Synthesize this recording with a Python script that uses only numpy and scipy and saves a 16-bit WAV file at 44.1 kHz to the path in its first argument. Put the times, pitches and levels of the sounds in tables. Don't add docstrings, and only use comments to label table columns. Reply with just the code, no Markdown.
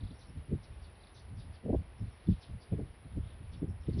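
import sys
import numpy as np
from scipy import signal
from scipy.fft import rfft, irfft, next_fast_len
from scipy.io import wavfile
from scipy.ndimage import map_coordinates

SR = 44100
rng = np.random.default_rng(int(sys.argv[2]) if len(sys.argv) > 2 else 0)


def to_wav(s):
    ch = np.atleast_2d(s).T
    pcm = np.round(np.clip(ch, -1, 1) * 32767)
    wavfile.write(sys.argv[1], SR, pcm.astype(np.int16))


N = 176400


def amp(db):
    return 10 ** (np.asarray(db) / 20)


def unit(x):
    return x / np.sqrt(np.mean(x ** 2) + 1e-20)


def seconds():
    return np.arange(N) / SR


def curve(rows):
    return np.interp(seconds(), *np.transpose(rows))


def wobble(knots_per_s):
    knots = rng.standard_normal(int(N * knots_per_s / SR) + 4)
    return map_coordinates(knots, [seconds() * knots_per_s])


def filtered(x, response):
    size = next_fast_len(N + 8192)
    return irfft(rfft(x, size) * response(np.fft.rfftfreq(size, 1 / SR)), size)[:N]


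def noise(spectrum):
    knots_hz, db = np.transpose(spectrum)
    white = rng.standard_normal(N)
    return unit(filtered(white, lambda hz: amp(np.interp(np.log(hz + 1), np.log(knots_hz), db))))


# (frequency [Hz], relative density [dB])
HUSH_SPECTRUM = [(30, -0.5), (200, 5.5), (450, 3.5), (800, 1.5), (1400, -4), (2000, -3.5), (3200, -8.5),
                 (4400, -13.5), (5500, -17.5), (6100, -29.5), (6900, -44), (13000, -65)]
# (time [s], gain [dB])
HUSH_TREBLE_GAIN = [(0, -2), (.42, -1.5), (.7, -0.5), (1.3, -2.5), (1.75, -2.5), (2.1, -0.5), (2.4, .5),
                    (2.8, -1.5), (3.15, -2), (3.32, -1), (3.5, -1.5), (3.7, -6.5), (4, 4)]


def hush(level_db=-61.5, treble_hz=2300):
    bed = amp(level_db + .13 * wobble(8.7)) * noise(HUSH_SPECTRUM)
    treble = filtered(bed, lambda hz: hz ** 4 / (hz ** 4 + treble_hz ** 4))
    treble_gain = amp(curve(HUSH_TREBLE_GAIN) + .8 * wobble(12))
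    return bed - treble + treble * treble_gain


# (frequency [Hz], relative density [dB])
BREEZE_SPECTRUM = [(15, -16), (40, 0.5), (80, 5), (120, -6.5), (200, -18), (350, -28), (800, -81.5)]
# (time [s], level [dB])
BREEZE_LEVEL = [(0, -49), (.2, -54.5), (.75, -49.5), (1.05, -57.5), (1.45, -43), (1.6, -56), (1.95, -49),
                (2.17, -60.5), (2.45, -60), (2.65, -58), (2.85, -44), (3, -56.5), (3.3, -49.5),
                (3.5, -47.5), (4, -46.5)]


def breeze():
    return amp(curve(BREEZE_LEVEL) + .61 * wobble(41)) * noise(BREEZE_SPECTRUM)


def chirp(at_s, db, hz, sigma_s, fall_per_s, rasp_hz, rasp_knots_per_s=1400):
    out = np.zeros(N)
    near = np.abs(seconds() - at_s) < .1
    t = seconds()[near] - at_s
    jitter = np.interp((t - t[0]) * rasp_knots_per_s, np.arange(1024), rng.standard_normal(1024))
    pitch_hz = hz * np.exp(-fall_per_s * t) + rasp_hz * jitter
    envelope = amp(db) * np.sqrt(2) * np.exp(-(t / sigma_s) ** 2 / 2)
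    out[near] = envelope * np.sin(2 * np.pi * np.cumsum(pitch_hz) / SR)
    return out


def chatter(notes_per_s=27, level_db=-75, centre_hz=3170):
    draws = rng.random((round(notes_per_s * N / SR), 3))
    return sum(chirp(when * N / SR, level_db + 6 * (size - .5), centre_hz * 2 ** (pitch - .5),
                     sigma_s=.0039, fall_per_s=14, rasp_hz=268) for when, size, pitch in draws)


# (time [s], source level [dB], pitch [Hz])
TWITTER_NOTES = [(.008, -62.5, 3900), (0.038, -62.5, 3850), (0.05, -66.5, 4600), (.073, -63.5, 3800),
                 (0.085, -69, 4600), (.108, -62, 3700), (.121, -66, 4500), (0.195, -65, 5250),
                 (.238, -64, 5100), (.955, -67.5, 4100), (1.009, -66, 4100), (1.021, -71, 4600),
                 (1.038, -61, 3850), (1.053, -69, 4600), (1.072, -63.5, 4000), (1.086, -69, 4500),
                 (1.15, -68, 5200), (1.199, -63, 5000), (2.24, -69.5, 3600), (2.272, -65, 3800),
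                 (2.335, -72, 3600), (3.249, -67, 3200), (3.276, -66, 3700), (3.29, -67, 3000),
                 (3.305, -66, 3650), (3.321, -66, 3300), (3.34, -70, 3400), (3.839, -66, 3200),
                 (3.87, -65, 3200), (3.898, -64.5, 3800), (3.945, -75, 3500)]


def twitter():
    return sum(chirp(at_s, db, hz, sigma_s=.0033, fall_per_s=37, rasp_hz=224)
               for at_s, db, hz in TWITTER_NOTES)


# (time [s], source level [dB])
TRILL_ENDS = [(0.173, -69), (.297, -68), (2.01, -70.5), (2.14, -71.5), (3.59, -70.5), (3.713, -71),
              (3.837, -70)]


def trills(hz=5340, step_s=.0125, step_db=.5):
    return sum(chirp(end_s - k * step_s, db - k * step_db, hz, sigma_s=.0025, fall_per_s=16, rasp_hz=60)
               for end_s, db in TRILL_ENDS for k in range(3))


# (time [s], upper source level [dB], lower source level [dB], upper pitch [Hz], envelope sigma [s])
CHIP_CALLS = [(0.211, -72, -64.5, 5510, .011), (0.642, -65, -73, 4880, 0.0097),
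              (.845, -67, -71, 4600, .017), (1.165, -72, -63, 5600, 0.016), (1.4, -66, -68.5, 4750, 0.02),
              (1.55, -68.5, -69.5, 4620, 0.017), (2.315, -70.5, -65.5, 4870, 0.019),
              (2.431, -61, -63.5, 4810, 0.013), (2.622, -63.5, -71, 4580, 0.011),
              (3.537, -66, -65.5, 4670, 0.012), (3.937, -61, -69, 4520, 0.0073),
              (4.003, -53.5, -49.5, 4800, 0.013)]


def chips(low_ratio=.72, low_lag_s=.0086, fall_per_s=2.5, rasp_hz=544):
    return sum(chirp(at_s, high_db, hz, sigma_s, fall_per_s, rasp_hz)
               + chirp(at_s + low_lag_s, low_db, hz * low_ratio, sigma_s, fall_per_s, rasp_hz)
               for at_s, high_db, low_db, hz, sigma_s in CHIP_CALLS)


def foliage_echo(x, t60_s=.25, gain_db=-3):
    t = np.arange(SR // 2) / SR
    tail = rng.standard_normal(len(t)) * amp(-60 * t / t60_s)
    return amp(gain_db) * signal.fftconvolve(x, tail / np.linalg.norm(tail))[:N]


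# (frequency [Hz], gain [dB])
AIR_RESPONSE = [(2000, 2.5), (4200, -1.5), (5500, -3.5), (6200, -3), (7200, -26)]


def birds():
    calls = chatter() + twitter() + trills() + chips()
    distant = filtered(calls, lambda hz: amp(np.interp(hz, *np.transpose(AIR_RESPONSE))))
    return distant + foliage_echo(distant)


def burst(x, t, db, rise_s, fall_s, crest_s=.0085):
    envelope = np.exp((crest_s - np.hypot(t, crest_s)) / np.where(t < 0, rise_s, fall_s))
    return amp(db) * unit(envelope * x) * np.sqrt(np.mean(envelope ** 2))


# (frequency [Hz], relative density [dB])
EDDY_SPECTRUM = [(20, -22.5), (70, -2.5), (165, 1), (280, -4), (420, -9.5), (600, -25), (900, -46.5),
                 (2000, -88.5)]
# (frequency [Hz], relative density [dB])
WAKE_SPECTRUM = [(20, -37.5), (45, -2.5), (75, -2.5), (105, -4), (150, -13.5), (250, -33.5), (500, -80)]
# (time [s], level [dB], rise [s], fall [s], upper edge at crest [Hz], wake level [dB])
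WIND_PUFFS = [(.037, -36, .012, .013, 280, -40), (.112, -45, .005, .009, 400, -54),
              (.298, -48, .012, .012, 260, -48), (.372, -43, .03, .016, 280, -42),
              (.53, -31, .019, .016, 450, -32), (.705, -52, .02, .025, 220, -47),
              (1.328, -45, .02, .015, 270, -54), (1.372, -49, .01, .04, 270, -45),
              (1.48, -48, .025, .02, 230, -48), (1.66, -35, .007, .013, 540, -54),
              (1.69, -34, .004, .008, 600, -50), (1.703, -29, .003, .011, 580, -38),
              (1.735, -28, .004, .007, 620, -36), (1.749, -27, .002, .004, 630, -35),
              (1.785, -43, .015, .035, 330, -47), (2.021, -36, .007, .015, 270, -36),
              (2.06, -44, .012, .015, 260, -50), (2.29, -20, .005, .009, 280, -34),
              (2.317, -27, .007, .012, 250, -38), (2.5, -48, .008, .012, 270, -43),
              (2.545, -47, .012, .012, 220, -42), (2.73, -30, .004, .013, 480, -33),
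              (2.8, -38, .016, .026, 540, -41), (3.06, -48, .012, .025, 300, -48),
              (3.125, -49, .02, .025, 230, -47), (3.178, -36, .009, .009, 430, -32),
              (3.245, -51, .012, .02, 260, -44), (3.42, -51, .02, .04, 240, -49),
              (3.56, -47, .035, .03, 250, -51), (3.633, -31, .007, .014, 420, -42),
              (3.69, -41, .014, .024, 320, -38), (3.89, -28, .004, .009, 390, -32),
              (3.945, -39, .012, .016, 330, -40), (3.981, -33, .014, .025, 430, -38)]


def puffs(nominal_edge_hz=397.5, slowing_s=.05, min_speed_ratio=.4, wake_lag_s=.011, lowpass_hz=1610):
    out = np.zeros(N)
    eddies, wake = noise(EDDY_SPECTRUM), noise(WAKE_SPECTRUM)
    for at_s, db, rise_s, fall_s, edge_hz, wake_db in WIND_PUFFS:
        near = np.abs(seconds() - at_s) < .25
        t = seconds()[near] - at_s
        surge = min_speed_ratio + (1 - min_speed_ratio) * np.exp(-np.abs(t) / slowing_s)
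        speed = edge_hz / nominal_edge_hz * surge
        swept = np.interp(rng.uniform(0, N / 2) + np.cumsum(speed), np.arange(N), eddies)
        out[near] += burst(swept, t, db, rise_s, fall_s)
        out[near] += burst(wake[near], t - wake_lag_s, wake_db, rise_s=.014, fall_s=.026)
    return filtered(out, lambda hz: 1 / (1 + (hz / lowpass_hz) ** 6))


# (frequency [Hz], relative density [dB])
WING_RESONANCE = [(6500, -65.5), (7800, -28), (8400, -18.5), (9000, -15), (9450, -4), (9820, 0),
                  (10400, -1), (10950, -15), (12000, -22), (12800, -30), (14000, -70.5)]
# (base level [dB], centre pitch [Hz])
CLOSE_CRICKETS = [(-78.5, 9930), (-82, 10050)]
# (time [s], gain [dB])
BUZZ_GAIN = [(0, -1.5), (.25, 0.5), (.6, -1), (1.5, -0.5), (1.75, -2.5), (2.1, -1), (2.5, 0), (3.05, 0),
             (3.6, -.5), (4, 0)]


def crickets(chorus_db=-76, strokes_per_s=(127.7, 131.0), sharpness=2.4, sweep_hz=520, scatter_hz=210):
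    buzz = amp(chorus_db + .5 * wobble(9.4)) * noise(WING_RESONANCE)
    for rate_hz, (db, centre_hz) in zip(strokes_per_s, CLOSE_CRICKETS):
        drifting_rate_hz = rate_hz * (1 + .003 * wobble(4))
        stroke_phase = 2 * np.pi * np.cumsum(drifting_rate_hz) / SR
        pitch_hz = centre_hz - sweep_hz * np.sin(stroke_phase) + scatter_hz * wobble(900)
        strokes = np.exp(sharpness * np.cos(stroke_phase)) * amp(1.8 * wobble(rate_hz))
        scrape = np.sin(2 * np.pi * np.cumsum(pitch_hz) / SR)
        buzz += amp(db) * unit(strokes * scrape)
    return buzz * amp(curve(BUZZ_GAIN))


def scene():
    return (hush() + breeze() + birds() + puffs() + crickets())[None]


def record(dry):
    highpass_hz, top_hz = 39, 13000
    return filtered(dry[0], lambda hz: 1j * hz / (highpass_hz + 1j * hz) * (hz < top_hz))[None]


dry = scene()
out = record(dry)
to_wav(out)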